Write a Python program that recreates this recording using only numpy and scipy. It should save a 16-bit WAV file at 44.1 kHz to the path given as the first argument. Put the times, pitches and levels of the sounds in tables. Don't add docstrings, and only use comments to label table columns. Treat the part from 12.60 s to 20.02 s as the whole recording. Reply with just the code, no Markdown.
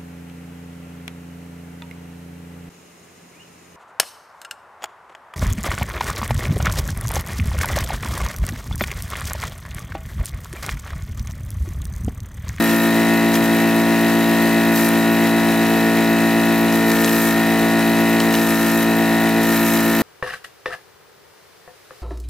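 import sys
import numpy as np
from scipy import signal
from scipy.fft import rfft, irfft, next_fast_len
from scipy.io import wavfile
from scipy.ndimage import map_coordinates

SR = 44100
rng = np.random.default_rng(int(sys.argv[2]) if len(sys.argv) > 2 else 0)


def wav_record(signal):
    frames = np.transpose(np.atleast_2d(signal))
    bounded = np.clip(frames, -1, 1)
    quanta = np.round(bounded * 32767).astype(np.int16)
    wavfile.write(sys.argv[1], SR, quanta)


N = 327222

# time in seconds, turns per second.
SPEED = [(0.0, 56.179), (2.6, 56.204), (3.05, 55.973), (3.5, 56.138), (4.4, 56.095), (4.75, 55.846),
         (5.5, 56.164), (5.95, 55.83), (6.2, 56.033), (6.6, 55.876), (6.9, 56.049), (7.42, 55.94)]
# frequency in Hz, bandwidth in Hz, gain in dB.
CASING_MODES = [(1458, 19, 1), (1857.3, 38, -0.5), (2019, 26, 3.5), (2574, 43, -6.5), (2945, 35, -1),
                (3870, 166, 0)]
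# frequency in Hz, bandwidth in Hz, gain in dB.
TUBE_MODES = [(5560, 230, -3), (6830, 910, -2.5), (8040, 470, -4), (8800, 430, -4), (10070, 340, -4)]
SEALED_DB = -32


def hum(turns, beat, vented, scatter_hz=2050, waver_db=2.0, hose_orders=(8, 16)):
    # relative level in dB with the nozzle sealed, then open.
    harmonics = [(-43.5, -43.5), (-37.5, -39), (-26, -27), (-18.5, -19), (-21.5, -22), (-23, -23),
                 (-31.5, -33.5), (-32, -32), (-35, -34), (-37.5, -36), (-35, -39.5), (-27, -28.5),
                 (-33.5, -40), (-33.5, -39), (-37, -36.5), (-44.5, -47), (-31, -32), (-43.5, -48.5),
                 (-39.5, -38), (-39, -48), (-46, -48), (-42.5, -35.5), (-41.5, -39.5), (-43, -40),
                 (-39.5, -34.5), (-35.5, -44), (-58, -41), (-43, -43), (-50, -38), (-36, -60),
                 (-40.5, -33.5), (-34, -31.5), (-29.5, -29), (-35.5, -54), (-43, -46), (-35, -40),
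                 (-57, -47), (-47, -47), (-49, -51), (-46, -42), (-48, -47), (-47, -44.5), (-45, -45),
                 (-40, -41), (-44.5, -41), (-37, -54), (-62, -38.5), (-41, -51)]
    # frequency in Hz, intake over exhaust in dB.
    stroke_balance = [(335, 1), (480, 8), (800, 5), (1100, -1.5), (1800, -9.5)]
    # frequency in Hz, bandwidth in Hz, gain in dB.
    chamber_modes = [(311, 66, 0), (673, 26, 1), (953, 20, -2)]
    # frequency in Hz, change in dB per turn a second lost.
    strain = [(60, 3), (225, -3.5), (340, -3), (560, -5), (670, -2.5), (740, 16), (850, -2), (950, -0.5),
              (1850, -2)]
    # frequency in Hz, depth in dB.
    throb = [(170, 0.4), (225, 0.62), (280, 0.26), (337, 2.1), (450, 0.5), (670, 0.87), (950, -0.03),
             (1850, 0.3)]
    hose_db = hose(vented)
    speed = curve(SPEED)
    slowing = speed.mean() - speed
    out = np.zeros(N)
    for k, (sealed_db, open_db) in enumerate(harmonics, 1):
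        hz = k * speed.mean()
        intake = amp(along(stroke_balance, hz)) * np.exp(-2j * np.pi * k * .186)
        strokes = intake - np.exp(-2j * np.pi * k * .659)
        casing = ringing(hz, CASING_MODES)
        body = ringing(hz, chamber_modes) + casing
        diffuse = min(hz / scatter_hz, 1) ** 2
        scatter = diffuse * max(1 - 2 * abs(casing), 0)
        phase = np.angle(strokes * body) + 1.15 * scatter * rng.standard_normal()
        phase += 0.34 * diffuse * wobble(25)
        db = sealed_db + vented * (open_db - sealed_db) + along(strain, hz) * slowing
        db += along(throb, hz) * beat + waver_db * diffuse * wobble(7)
        if k in hose_orders:
            db += hose_db
        out += amp(db) * np.sqrt(2) * np.cos(2 * np.pi * k * turns + phase)
    return out


def motor(mains_hz=60, start_turn=.12):
    turns = start_turn + np.cumsum(curve(SPEED)) / SR
    beat = np.cos(4 * np.pi * (mains_hz * np.arange(N) / SR - turns) + 1.4)
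    surge = 0.12 * beat + .05 * wobble(30)
    return turns + np.cumsum(surge) / SR, beat


def hose(vented, rest_db=-3.5, vented_db=-2):
    # start in seconds, length in seconds, gain in dB.
    swells = [(2.9, .65, 8.5), (4.0, 0.81, 10.5), (4.82, 0.34, 7.5), (5.42, 0.66, 8), (6.1, 0.48, 6.5),
              (6.62, 0.41, 8.5), (7.18, .45, 5)]
    t = np.arange(N) / SR
    arches = sum(db * np.sin(np.pi * np.clip((t - start) / length, 0, 1)) for start, length, db in swells)
    return rest_db + arches + vented_db * vented


def exhaust(turns, puff_db=2.5, sharpness=14):
    # frequency in Hz, relative spectral density in dB.
    spectrum = [(30, -17), (90, -9.5), (320, -2), (500, 0), (700, -1), (1150, -5.5), (1800, -3),
                (2700, -4.5), (3400, -7), (4200, -9.5), (5800, -15.5), (11000, -17), (11800, -12),
                (15000, -20.5)]
    puff = np.abs(np.cos(np.pi * (turns - .48))) ** sharpness
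    return turbulence(spectrum, amp(puff_db * puff + 0.87 * wobble(25) + wobble(500)))


def rattle(turns, scatter_db=1.5, jitter_s=.0012):
    slaps = np.flatnonzero(np.diff(np.floor(turns - .42)))
    lateness, size = rng.standard_normal((len(slaps), 2)).T
    onsets = np.clip(slaps + (jitter_s * lateness * SR).astype(int), 0, N - 1)
    blows = np.zeros(N)
    blows[onsets] = amp(scatter_db * size)
    drive = unit(blows) + rng.standard_normal(N)
    return unit(filtered(drive, lambda f: ringing(f, CASING_MODES)))


def suction(attack_s=0.031, release_s=0.018, slope_db_per_s=-0.5):
    # start in seconds, length in seconds, relative level in dB.
    leaks = [(-.05, 0.32, -28.5), (.725, 0.036, -24.5), (.825, 0.03, -28.5), (2.137, 0.14, -25.5),
             (2.35, .08, -30.5), (4.12, .04, -27), (4.258, 0.18, -27), (4.44, .28, -26),
             (5.587, 0.023, -29), (5.695, 0.54, -28), (6.8, .65, -27.5), (7.03, .14, -25)]
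    t = np.arange(N) / SR
    rise_db = np.zeros(N)
    for start, length, db in leaks:
        age = t - start
        gate = np.clip(age / attack_s, 0, 1) * np.clip(1 - (age - length) / release_s, 0, 1)
        hold_db = db - SEALED_DB + slope_db_per_s * (age - length / 2)
        rise_db = np.maximum(rise_db, gate * hold_db)
    return SEALED_DB + rise_db


def venting(air_db, threshold_db=-30, lag_s=0.035):
    is_open = (air_db > threshold_db).astype(float)
    pole = np.exp(-1 / (lag_s * SR))
    return is_open[0] + signal.lfilter([1 - pole], [1, -pole], is_open - is_open[0])


def nozzle(turns, air_db, silent_db=-33, sputter_db=2.5, pulse_db=-1.5):
    # frequency in Hz, relative spectral density in dB.
    spectrum = [(400, -6), (2200, -0.5), (3300, -6), (5400, -3.5), (9500, -5), (11000, -3.5), (11900, 2.5),
                (14500, -3), (15800, -10)]
    flow = np.sqrt(np.maximum(amp(air_db) ** 2 - amp(silent_db) ** 2, 0))
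    flutter_db = sputter_db * wobble(350) + pulse_db * np.cos(2 * np.pi * turns)
    return flow * turbulence(spectrum, amp(flutter_db))


def fizz(air_db, sputter_db=3.6, flicker_db=3.0, growth=0.79):
    # frequency in Hz, relative spectral density in dB.
    spectrum = [(8000, -36), (11000, -17), (11700, 2), (13500, -2), (15000, -4), (15900, -13)]
    level_db = SEALED_DB + growth * (air_db - SEALED_DB)
    flutter_db = sputter_db * wobble(400) + flicker_db * wobble(90)
    return amp(level_db) * turbulence(spectrum, amp(flutter_db))


def ticks(t60_s=0.012, relative_width=0.94, knock_db=0.5, board_hz=990, tube_db=-6):
    # start in seconds, relative peak level in dB, centre frequency in Hz.
    contacts = [(.7415, -11, 5500), (0.7542, -9.5, 2800), (.76, -15, 1500), (.841, -17, 8000),
                (2.162, -11.5, 5400), (2.289, -8, 13000), (4.125, -15, 5000), (4.303, -8.5, 2600),
                (4.317, -10, 4200), (4.4455, -5, 4000), (4.451, -12, 5400), (4.482, -13, 2200),
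                (4.494, -12, 2800), (5.601, -10.5, 2900), (5.604, -4.5, 2200), (5.7385, -17, 5500),
                (5.741, -6.5, 2200), (5.752, -8, 2900), (5.786, -13, 2400)]
    t = np.arange(SR // 20) / SR
    f = np.fft.rfftfreq(len(t), 1 / SR)
    knock = amp(knock_db) * resonance(f, board_hz, board_hz) ** 2
    tube = 1 + amp(tube_db) * ringing(f, TUBE_MODES)
    out = np.zeros(N + len(t))
    for start, db, hz in contacts:
        burst = rng.standard_normal(len(t)) * amp(-60 * t / t60_s)
        body = resonance(f, hz, relative_width * hz) ** 2 + knock
        crack = irfft(rfft(burst) * body * tube, len(t))
        out[round(start * SR):][:len(t)] += amp(db) * crack / np.abs(crack).max()
    return out[:N]


def bump(start_s=.787, db=-27, hz=126, t60_s=.33, attack_s=.005):
    t = np.maximum(np.arange(N) / SR - start_s, 0)
    return amp(db - 60 * t / t60_s) * (1 - np.exp(-t / attack_s)) * np.sin(2 * np.pi * hz * t)


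def turbulence(spectrum, flutter):
    # frequency in Hz, correlation of left and right.
    coherence = [(60, .7), (200, .95), (1400, .93), (3100, .82), (5000, .55), (7500, .3), (10000, .6),
                 (12000, .96)]

    def response(f):
        angle = np.arccos(np.clip(along(coherence, f), -1, 1)) / 2
        colour = amp(along(spectrum, f)) * (1 + ringing(f, TUBE_MODES))
        return colour * [np.cos(angle), np.sin(angle)]

    mid, side = filtered(flutter * rng.standard_normal((2, N)), response)
    return unit(np.array([mid + side, mid - side]))


def resonance(f, hz, width):
    return 1j * f * width / (hz * hz - f * f + 1j * f * width)


def ringing(f, modes):
    return sum(amp(db) * resonance(f, hz, width) for hz, width, db in modes)


def filtered(x, response):
    size = next_fast_len(N + SR // 2)
    return irfft(rfft(x, size) * response(np.fft.rfftfreq(size, 1 / SR)), size)[..., :N]


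def wobble(rate):
    steps = np.arange(0, N + 64, 64)
    knots = rng.standard_normal(int(N * rate / SR) + 4)
    return np.interp(np.arange(N), steps, map_coordinates(knots, [steps * rate / SR]))


def along(points, hz):
    f, values = np.transpose(points)
    return np.interp(np.log(hz + 1), np.log(f + 1), values)


def curve(rows):
    return np.interp(np.arange(N) / SR, *np.transpose(rows))


def amp(db):
    return 10 ** (np.asarray(db) / 20)


def unit(x):
    return x / np.sqrt(np.mean(x ** 2) + 1e-20)


def scene():
    # frequency in Hz, left minus right level in dB.
    lean = [(60, 4.5), (110, 4), (200, 1), (380, 1.5), (700, 0), (1290, 1.7), (2400, 1), (4400, 2),
            (8000, 1), (13000, .2)]
    # frequency in Hz, phase lead of the left in radians.
    lead = [(60, 0.97), (220, 0.32), (700, .25), (1300, 0.42), (2400, .25), (8000, 0.94), (12000, 0)]
    turns, beat = motor()
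    air_db = suction()
    pump = amp(-1.4) * hum(turns, beat, venting(air_db)) + amp(-34) * rattle(turns)
    pump = pump + amp(-28) * exhaust(turns)
    gun = amp(-0.9) * nozzle(turns, air_db) + amp(-7) * fizz(air_db)
    gun += amp(-1.5) * ticks() + bump()
    sides = np.array([[.5], [-.5]])
    return filtered(pump + gun, lambda f: amp(sides * along(lean, f)) * np.exp(1j * sides * along(lead, f)))


def record(dry):
    return filtered(dry, lambda f: f < 15900)


dry = scene()
out = record(dry)
wav_record(out)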